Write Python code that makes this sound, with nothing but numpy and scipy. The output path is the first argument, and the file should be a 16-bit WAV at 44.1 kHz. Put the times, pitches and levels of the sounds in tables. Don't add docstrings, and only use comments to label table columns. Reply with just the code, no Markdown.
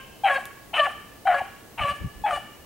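import sys
import numpy as np
from scipy import signal
from scipy.fft import rfft, irfft, next_fast_len
from scipy.io import wavfile
from scipy.ndimage import uniform_filter1d, map_coordinates

SR = 44100
rng = np.random.default_rng(int(sys.argv[2]) if len(sys.argv) > 2 else 0)


def output_pcm(signal):
    pcm = np.clip(np.atleast_2d(signal).T, -1, 1) * 32767
    wavfile.write(sys.argv[1], SR, np.round(pcm).astype(np.int16))


def ratio(d):
    e = np.asarray(d, float) / 20
    return 10 ** e


N = 116865
LEAD_S = 0.25

# [f/Hz, level/dB]
AIR_TONE = [(12, -48), (20, 6), (315, -1), (746, -5), (1070, -10), (1500, -16.5), (1670, -13.5),
            (2330, -16), (15500, -21.5)]
# [f/Hz, likeness 0-1]
AIR_ALIKE = [(60, 1), (200, 0.49), (500, 0.51), (1500, 0.35), (5000, 0.067), (14000, 0.87)]
# [f/Hz, level/dB]
WHINE = [(15734, -68)]
AIR_DB = -48.5

# [f/Hz, time to fall 60 dB/s]
TRUNK_RING = [(450, 0.6), (800, 0.33), (1150, 0.9), (1750, .9), (3000, 0.85), (6000, 0.24)]
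# [delay/s, level/dB]
NEAR_TRUNKS = [(.011, -17), (.023, -50), (.041, -17.5)]
TRUNKS_DB, TRUNKS_ALIKE = -16, 0.86
DOG_LEFT_DB = 2.5

# [t/s, pitch/Hz, level/dB]
YELP = [
    [(0.236, 792, -26), (0.252, 801, -17), (0.322, 698.4, -36.5), (0.34, 633, -56)],
    [(1.254, 716, -29.5), (1.272, 802.5, -20.5), (1.308, 707.3, -21), (1.4, 722, -38.5)],
    [(1.775, 932, -45), (1.789, 941, -40), (1.803, 755, -38), (1.85, 648.4, -38)],
    [(2.238, 842, -28.5), (2.252, 851.4, -21), (2.314, 702, -35), (2.335, 708, -21)],
]
# [t/s, pitch/Hz, level/dB]
GLIDE = [
    [(.731, 782, -40), (.739, 858, -34), (.759, 1038, -36), (.769, 1240, -33), (.775, 1305, -30),
     (.781, 1270, -34)],
    [(.787, 665, -33), (.802, 650, -27), (.815, 640, -36)],
]
YELP_OVERTONES_DB = [2, -19.5, -20, -17, -29.5, -64]
YELP_DB, YELP_TOP_HZ = 0, 4100
EDGE_S, RELEASE_S = 0.0042, 0.015
SHAKE_FULL_DB, SHAKE_DEPTH, SHAKE_RATE = -33, 0.38, 190

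# [t/s, level/dB, mouth resonance/Hz]
RASP = [
    [(-.24, -26.5, 2900), (-.14, -28.5, 2840)],
    [(.245, -34, 3100), (.265, -29.5, 2230), (.283, -22, 2080), (.3, -25, 1620), (.329, -36, 2220),
     (.367, -39, 2360), (.385, -29, 1580)],
    [(.733, -41, 2370), (.745, -25, 3011), (.76, -27.5, 2880), (.775, -28.5, 2542), (.8, -25, 3200),
     (.82, -47, 2315), (.85, -35, 2400), (.866, -27, 1720), (.875, -36, 1500)],
    [(1.27, -24.5, 1610), (1.285, -33, 1760), (1.31, -29.5, 1907), (1.335, -28, 1750), (1.35, -35, 1300),
     (1.39, -33, 2580), (1.405, -40, 1400)],
    [(1.777, -38.5, 2960), (1.797, -27.5, 2312), (1.815, -29, 2665), (1.835, -35.5, 2865),
     (1.87, -36, 2500), (1.917, -37, 2600), (1.93, -43, 1590)],
    [(2.257, -33, 1690), (2.272, -31, 2407), (2.288, -29.5, 2094), (2.303, -37, 1680), (2.318, -34.5, 1230),
     (2.35, -50, 2222), (2.375, -29.5, 1700)],
]
# [f/Hz, width/Hz, level/dB]
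CAVITIES = [(668, 92, 14), (1400, 480, 2), (1890, 330, -1), (2365, 340, -2), (2684, 100, 2.5),
            (3033, 84, 9), (4030, 230, 7), (8450, 3000, -34)]
MOUTH_HZ = [1200, 1500, 1900, 2350, 2800, 3200]
MOUTH_SHARP, MOUTH_DB = 7, 17
RASP_DB, RASP_SIZE_DB = 2, 2.5
RASP_RATE, RASP_SCATTER = 360, 0.06
RASP_OF_YELP, RASP_DRIFT = 0.4, 0.045

# [t/s, pitch/Hz, level/dB, mouth opening 0-1, upper ring/dB]
BAY = [
    [(.296, 560, -32, .85, -5), (.306, 559.3, -23, 0.7, -14.5), (.321, 562.7, -22.5, 0.8, -15),
     (.339, 541, -33.5, 0.25, 0), (.352, 537.4, -33, 0.7, 3.5), (.365, 538, -25.5, 0.84, 2),
     (.38, 569, -29, 1, -12)],
    [(.779, 618, -25, 0.43, -23), (.788, 610.3, -22.5, 0.72, -4), (.804, 595, -21.5, 0.75, 6),
     (.814, 577.6, -23, 0.5, -11), (.826, 576, -23.5, 0, -36), (.848, 573.6, -27, 0.26, -10),
     (.861, 585, -28, .7, -1), (.87, 550, -20, 0.5, 3)],
    [(1.343, 561, -26, 0.3, -2), (1.35, 560.7, -29, 0.68, 5), (1.36, 555.6, -28, 0.98, -15),
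     (1.374, 559, -30, 1, -7), (1.394, 558.5, -34, 0.84, 8), (1.403, 556.4, -39, 0.8, -4)],
    [(1.803, 622.8, -38, 0.43, -3), (1.821, 597.6, -30.5, .1, -2), (1.837, 575.5, -32, 0.41, 11.5),
     (1.857, 567.7, -25.5, 0.01, -16), (1.889, 574.5, -30.5, 0.04, -1.5), (1.91, 580.3, -28.5, 0.15, 3),
     (1.925, 585.6, -30, 0.03, -5), (1.933, 563.4, -32, 0.5, -16)],
    [(2.308, 633, -20, 0.35, 2), (2.318, 612, -37, 0.05, -1), (2.329, 593.5, -29.5, 0.21, -4),
     (2.338, 580, -28.5, 0.24, 8), (2.35, 591.8, -34.5, 0.56, 12.5), (2.365, 567, -33, 0.49, 10),
     (2.371, 557, -43, 0.6, -5)],
]
EARLIER_BAY = [
    (-.23, 539.4, -21, .3, 1.8),
    (-.12, 524.4, -31.5, 0.25, 1.8),
]
# [f/Hz, level/dB]
THROAT = [(1150, 2), (1750, 1), (2300, -18.5), (3000, -6.5), (3500, -22.5), (4500, -28), (5300, -42.5),
          (8500, -37)]
BAY_DB, CHEST_DB = 0.5, -8
CHEST_FOLLOWS = 0.21

# [t/s, level/dB, length/s]
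CLOSES = [
    (0.368, -29, 0.023),
    (0.859, -26.5, 0.026),
    (1.398, -22.5, 0.023),
    (1.907, -43, 0.0313),
    (2.361, -30, 0.024),
]
CLOSE_FROM_HZ, CLOSE_TO_HZ, CLOSE_FALL, CLOSE_SWELL_DB = 1150, 700, 3, 14

# [f/Hz, level/dB]
AIRFLOW_TONE = [(3500, -1), (6000, -6), (7200, -5), (9000, 1), (11000, -6), (13000, -27)]
AIRFLOW_DB, AIRFLOW_LAG_S, AIRFLOW_GROWS = -44.5, 0.075, 0.49
OPEN_MOUTH_HZ = 1000

# [t/s, treble/dB, breath hiss/dB]
FACING = [
    (-.1, 4, 12),
    (0.299, -1, 2.5),
    (.8, -0.5, 1),
    (1.35, -9.5, 0.5),
    (1.85, -3, 2),
    (2.351, -8, 5.5),
]
FACING_HZ, BEAM_TOP_HZ = 2170, 3960
SIDEWAYS_EVEN = 0.99

# [t/s, peak/dB]
SNAPS = [
    (.455, -19.5),
    (2.217, -38.5),
]
# [f/Hz, level/dB, time to fall 60 dB/s]
TWIG_TONES = [(3500, -8, 0.005), (7240, -10, 0.003), (9670, -8, 0.005), (12100, -4, 0.004)]
TWIG_TOP_HZ = 13500

# [t/s, level/dB, width/s]
LUMPS = [(1.33, -39, 0.0085), (1.815, -27.5, 0.0054), (1.83, -29.5, 0.0059), (1.845, -30, 0.0033),
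         (1.9, -30, 0.0051), (1.92, -35.5, 0.0047), (2.012, -48, 0.0077), (2.022, -23.5, 0.0046),
         (2.048, -23, 0.0026), (2.062, -26, 0.0033), (2.073, -34, 0.0032), (2.17, -34, 0.0086),
         (2.22, -35, 0.0059), (2.33, -39, 0.0076), (2.37, -36, 0.0068), (2.6, -49, 0.0072)]
LUMP_NARROW = 0.71
FLUTTER_DB, FLUTTER_HZ, FLUTTER_SPREAD = -11.5, 194.5, 5.7

LOW_CUT_HZ, TOP_HZ = 40, 15880


def unit(x):
    return x / np.sqrt(np.mean(x ** 2) + 1e-20)


def along(points, hz):
    f, value = np.transpose(points)
    return np.interp(np.log(hz + 1), np.log(f + 1), value)


def clock():
    return np.arange(-round(LEAD_S * SR), N) / SR


def phrases(tables):
    t = clock()
    gate = 0
    for rows in tables:
        opening = (t - rows[0][0]) / EDGE_S
        closing = (rows[-1][0] - t) / RELEASE_S
        gate = gate + np.clip(np.minimum(opening, closing) + 0.5, 0, 1)
    times, *columns = np.transpose(np.concatenate(tables))
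    return [gate ** 2] + [np.interp(t, times, column) for column in columns]


def wobble(rate):
    n = len(clock())
    knots = rng.standard_normal(int(n * rate / SR) + 4)
    return map_coordinates(knots, [np.arange(n) * rate / SR])


def filtered(x, response):
    n = x.shape[-1]
    m = next_fast_len(n + 8192)
    return irfft(rfft(x, m) * response(np.fft.rfftfreq(m, 1 / SR)), m)[..., :n]


def air():
    def middle_and_side(f):
        turn = np.arccos(np.clip(along(AIR_ALIKE, f), -1, 1)) / 2
        return ratio(along(AIR_TONE, f)) * [np.cos(turn), np.sin(turn)]

    mid, side = filtered(rng.standard_normal((2, N)), middle_and_side)
    level = ratio(AIR_DB + 0.057 * wobble(2.1)[:N])
    hush = np.array([mid + side, mid - side]) / np.std(mid) * level
    t = np.arange(N) / SR
    return hush + sum(np.sqrt(2) * ratio(db) * np.sin(2 * np.pi * hz * t) for hz, db in WHINE)


def woods(ahead, sideways):
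    hz, t, z = signal.stft(rng.standard_normal((3, SR)), SR, nperseg=256)
    fade = ratio(-60 * t / along(TRUNK_RING, hz)[:, None])
    tail = signal.istft(z * fade, SR, nperseg=256)[1]
    own = np.sqrt(1 - min(TRUNKS_ALIKE, 0.99) ** 2)
    tail = TRUNKS_ALIKE * tail[2] + own * tail[:2]
    tail = tail / np.linalg.norm(tail[0])
    delayed = np.pad(sideways, (600, 0))[None]
    wet = signal.fftconvolve(delayed, tail, axes=1)[:, :len(ahead)]
    near = ahead + sum(ratio(db) * np.roll(ahead, round(s * SR)) for s, db in NEAR_TRUNKS)
    balance = ratio([[DOG_LEFT_DB / 2], [-DOG_LEFT_DB / 2]])
    return (near * balance + ratio(TRUNKS_DB) * wet)[:, -N:]


def yelp():
    gate, hz, db = phrases(sorted(YELP + GLIDE))
    rasp_gate, rasp_db, _ = phrases(RASP)
    shake = SHAKE_DEPTH * np.clip(rasp_gate * ratio(rasp_db - SHAKE_FULL_DB), 0, 1)
    phase = 2 * np.pi * np.cumsum(hz) / SR + shake * wobble(SHAKE_RATE)
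    tone = 0
    for k, overtone_db in enumerate(YELP_OVERTONES_DB, 1):
        fade = 1 + (k * hz / YELP_TOP_HZ) ** 10
        tone = tone + ratio(overtone_db) * np.sin(k * phase) / fade
    level = ratio(db + YELP_DB) * (1 + shake * wobble(SHAKE_RATE))
    return np.sqrt(2) * gate * level * tone


def rasp():
    gate, db, mouth_hz = phrases(RASP)
    yelp_hz = phrases(sorted(YELP + GLIDE))[1]
    pulse_hz = RASP_OF_YELP * yelp_hz * (1 + RASP_DRIFT * wobble(45))
    beats = np.flatnonzero(np.diff(np.floor(np.cumsum(pulse_hz) / SR)))
    count = len(beats)
    scatter = RASP_SCATTER * rng.standard_normal(count) * SR / RASP_RATE
    at = np.clip(beats + scatter, 0, len(gate) - 1).astype(int)
    sizes = ratio(RASP_SIZE_DB * rng.standard_normal(count))
    pulses = np.bincount(at, sizes, len(gate))
    pulses = unit(pulses - pulses.mean()) + 0.2 * rng.standard_normal(len(gate))

    def ring(f, centre, width):
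        return 1j * f * width / (centre * centre - f * f + 1j * f * width)

    def throat_response(f):
        rings = sum((-1) ** k * ratio(g) * ring(f, c, w) for k, (c, w, g) in enumerate(CAVITIES))
        low_cut = f ** 4 / (f ** 4 + 520 ** 4)
        drop_above = 1 + ratio(27.5) / (1 + (3900 / (f + 1)) ** 12)
        return rings * low_cut / drop_above

    throat = unit(filtered(pulses, throat_response))
    place = np.interp(mouth_hz, MOUTH_HZ, np.arange(len(MOUTH_HZ)))
    mouth = 0
    for k, c in enumerate(MOUTH_HZ):
        share = np.clip(1 - np.abs(place - k), 0, 1)
        mouth = mouth + share * filtered(throat, lambda f: ring(f, c, c / MOUTH_SHARP))
    return gate * ratio(db + RASP_DB) * unit(throat + ratio(MOUTH_DB) * mouth)


def bay(even):
    gate, hz, db, mouth, ring_db = phrases([EARLIER_BAY] + BAY)
    phase = 2 * np.pi * np.cumsum(hz * (1 + 0.005 * wobble(120))) / SR
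    gains = []
    for k in range(1, 16):
        overtone_db = along(THROAT, k * hz) + 1.5 * wobble(60)
        if k > 3:
            overtone_db = overtone_db + ring_db / (2 if k > 5 else 1)
        flicker = wobble(50) if k > 6 else 1
        gains.append(ratio(overtone_db) * flicker)
    turn = np.pi / 2 * np.clip(mouth + even * (0.5 - mouth), 0.04, 0.96)
    gains[0] = gains[0] * ratio(CHEST_DB + CHEST_FOLLOWS * ring_db)
    gains[1] = gains[1] * np.cos(turn)
    gains[2] = gains[2] * np.sin(turn)
    tone = sum(g * np.sin((k + 1) * phase + k * k) for k, g in enumerate(gains))
    return np.sqrt(2) * gate * ratio(db + BAY_DB) * tone


def closes():
    out = 0
    for s, db, length in CLOSES:
        u = np.clip((clock() - s) / length, 0, 1)
        hz = CLOSE_TO_HZ + (CLOSE_FROM_HZ - CLOSE_TO_HZ) * np.exp(-CLOSE_FALL * u)
        shape = np.sqrt(2 * np.abs(np.sin(np.pi * u ** 1.5)))
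        level = ratio(db + CLOSE_SWELL_DB * (u - 0.7))
        out = out + level * shape * np.sin(2 * np.pi * np.cumsum(hz) / SR)
    return out


def airflow(voice):
    lag = round(AIRFLOW_LAG_S * SR)
    voice = filtered(voice, lambda f: f > OPEN_MOUTH_HZ)
    power = np.abs(uniform_filter1d(voice ** 2, size=lag, origin=lag // 3))
    effort = power ** (AIRFLOW_GROWS / 2)
    hiss = unit(filtered(rng.standard_normal(len(voice)), lambda f: ratio(along(AIRFLOW_TONE, f))))
    puffs = 1 + 0.7 * np.tanh(30 * np.maximum(voice, 0))
    return ratio(AIRFLOW_DB + 2.4 * wobble(40.25)) * effort * hiss * puffs


def dog():
    rest = yelp() + rasp() + closes()
    voice = rest + bay(0)
    s, treble_db, hiss_db = np.transpose(FACING)
    hiss = ratio(np.interp(clock(), s, hiss_db)) * airflow(voice)
    rest, voice = rest + hiss, voice + hiss

    def beam_response(f):
        return f ** 8 / (f ** 8 + FACING_HZ ** 8) / (1 + (f / BEAM_TOP_HZ) ** 12)

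    beam = filtered(voice, beam_response)
    ahead = voice + (ratio(np.interp(clock(), s, treble_db)) - 1) * beam
    return ahead, rest + bay(SIDEWAYS_EVEN)


def twig():
    out, t = np.zeros(N), np.arange(SR // 10) / SR
    for s, db in SNAPS:
        ring = sum(ratio(g - 60 * t / t60) * np.sin(2 * np.pi * hz * t) for hz, g, t60 in TWIG_TONES)
        fade = 0.59 * ratio(-60 * t / 0.0051) + 0.072 * ratio(-60 * t / 0.15)
        rustle = np.diff(rng.standard_normal(len(t) + 1)) * fade
        out[round(s * SR):][:len(t)] += ratio(db - 3) * (ring + rustle)
    return filtered(out, lambda f: 1 / (1 + (f / TWIG_TOP_HZ) ** 16))


def wind():
    sides = ratio(2 * rng.standard_normal((len(LUMPS), 2, 1)))
    noise = filtered(rng.standard_normal((2, N)), lambda f: 1 / (1 + (f / FLUTTER_HZ) ** 3))
    flutter = ratio(FLUTTER_DB) * unit(noise)
    out = 0
    for k, (s, db, width) in enumerate(LUMPS):
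        u = ((np.arange(N) / SR - s) / (width * LUMP_NARROW)) ** 2
        swing = -(-1) ** k * sides[k] * (1 - u) * np.exp(-u / 2)
        out = out + ratio(db) * (swing + flutter * np.exp(-u / FLUTTER_SPREAD ** 2))
    return out


def scene():
    return woods(*dog()) + twig() + wind() + air()


def top_cut(x):
    return signal.sosfilt(signal.butter(12, 16510, fs=SR, output="sos"), x)


def record(dry):
    def microphone(f):
        return (f < TOP_HZ) * f ** 2 / (f ** 2 + LOW_CUT_HZ ** 2)

    mix = filtered(dry, microphone)
    return top_cut(mix)


dry = scene()
out = record(dry)
output_pcm(out)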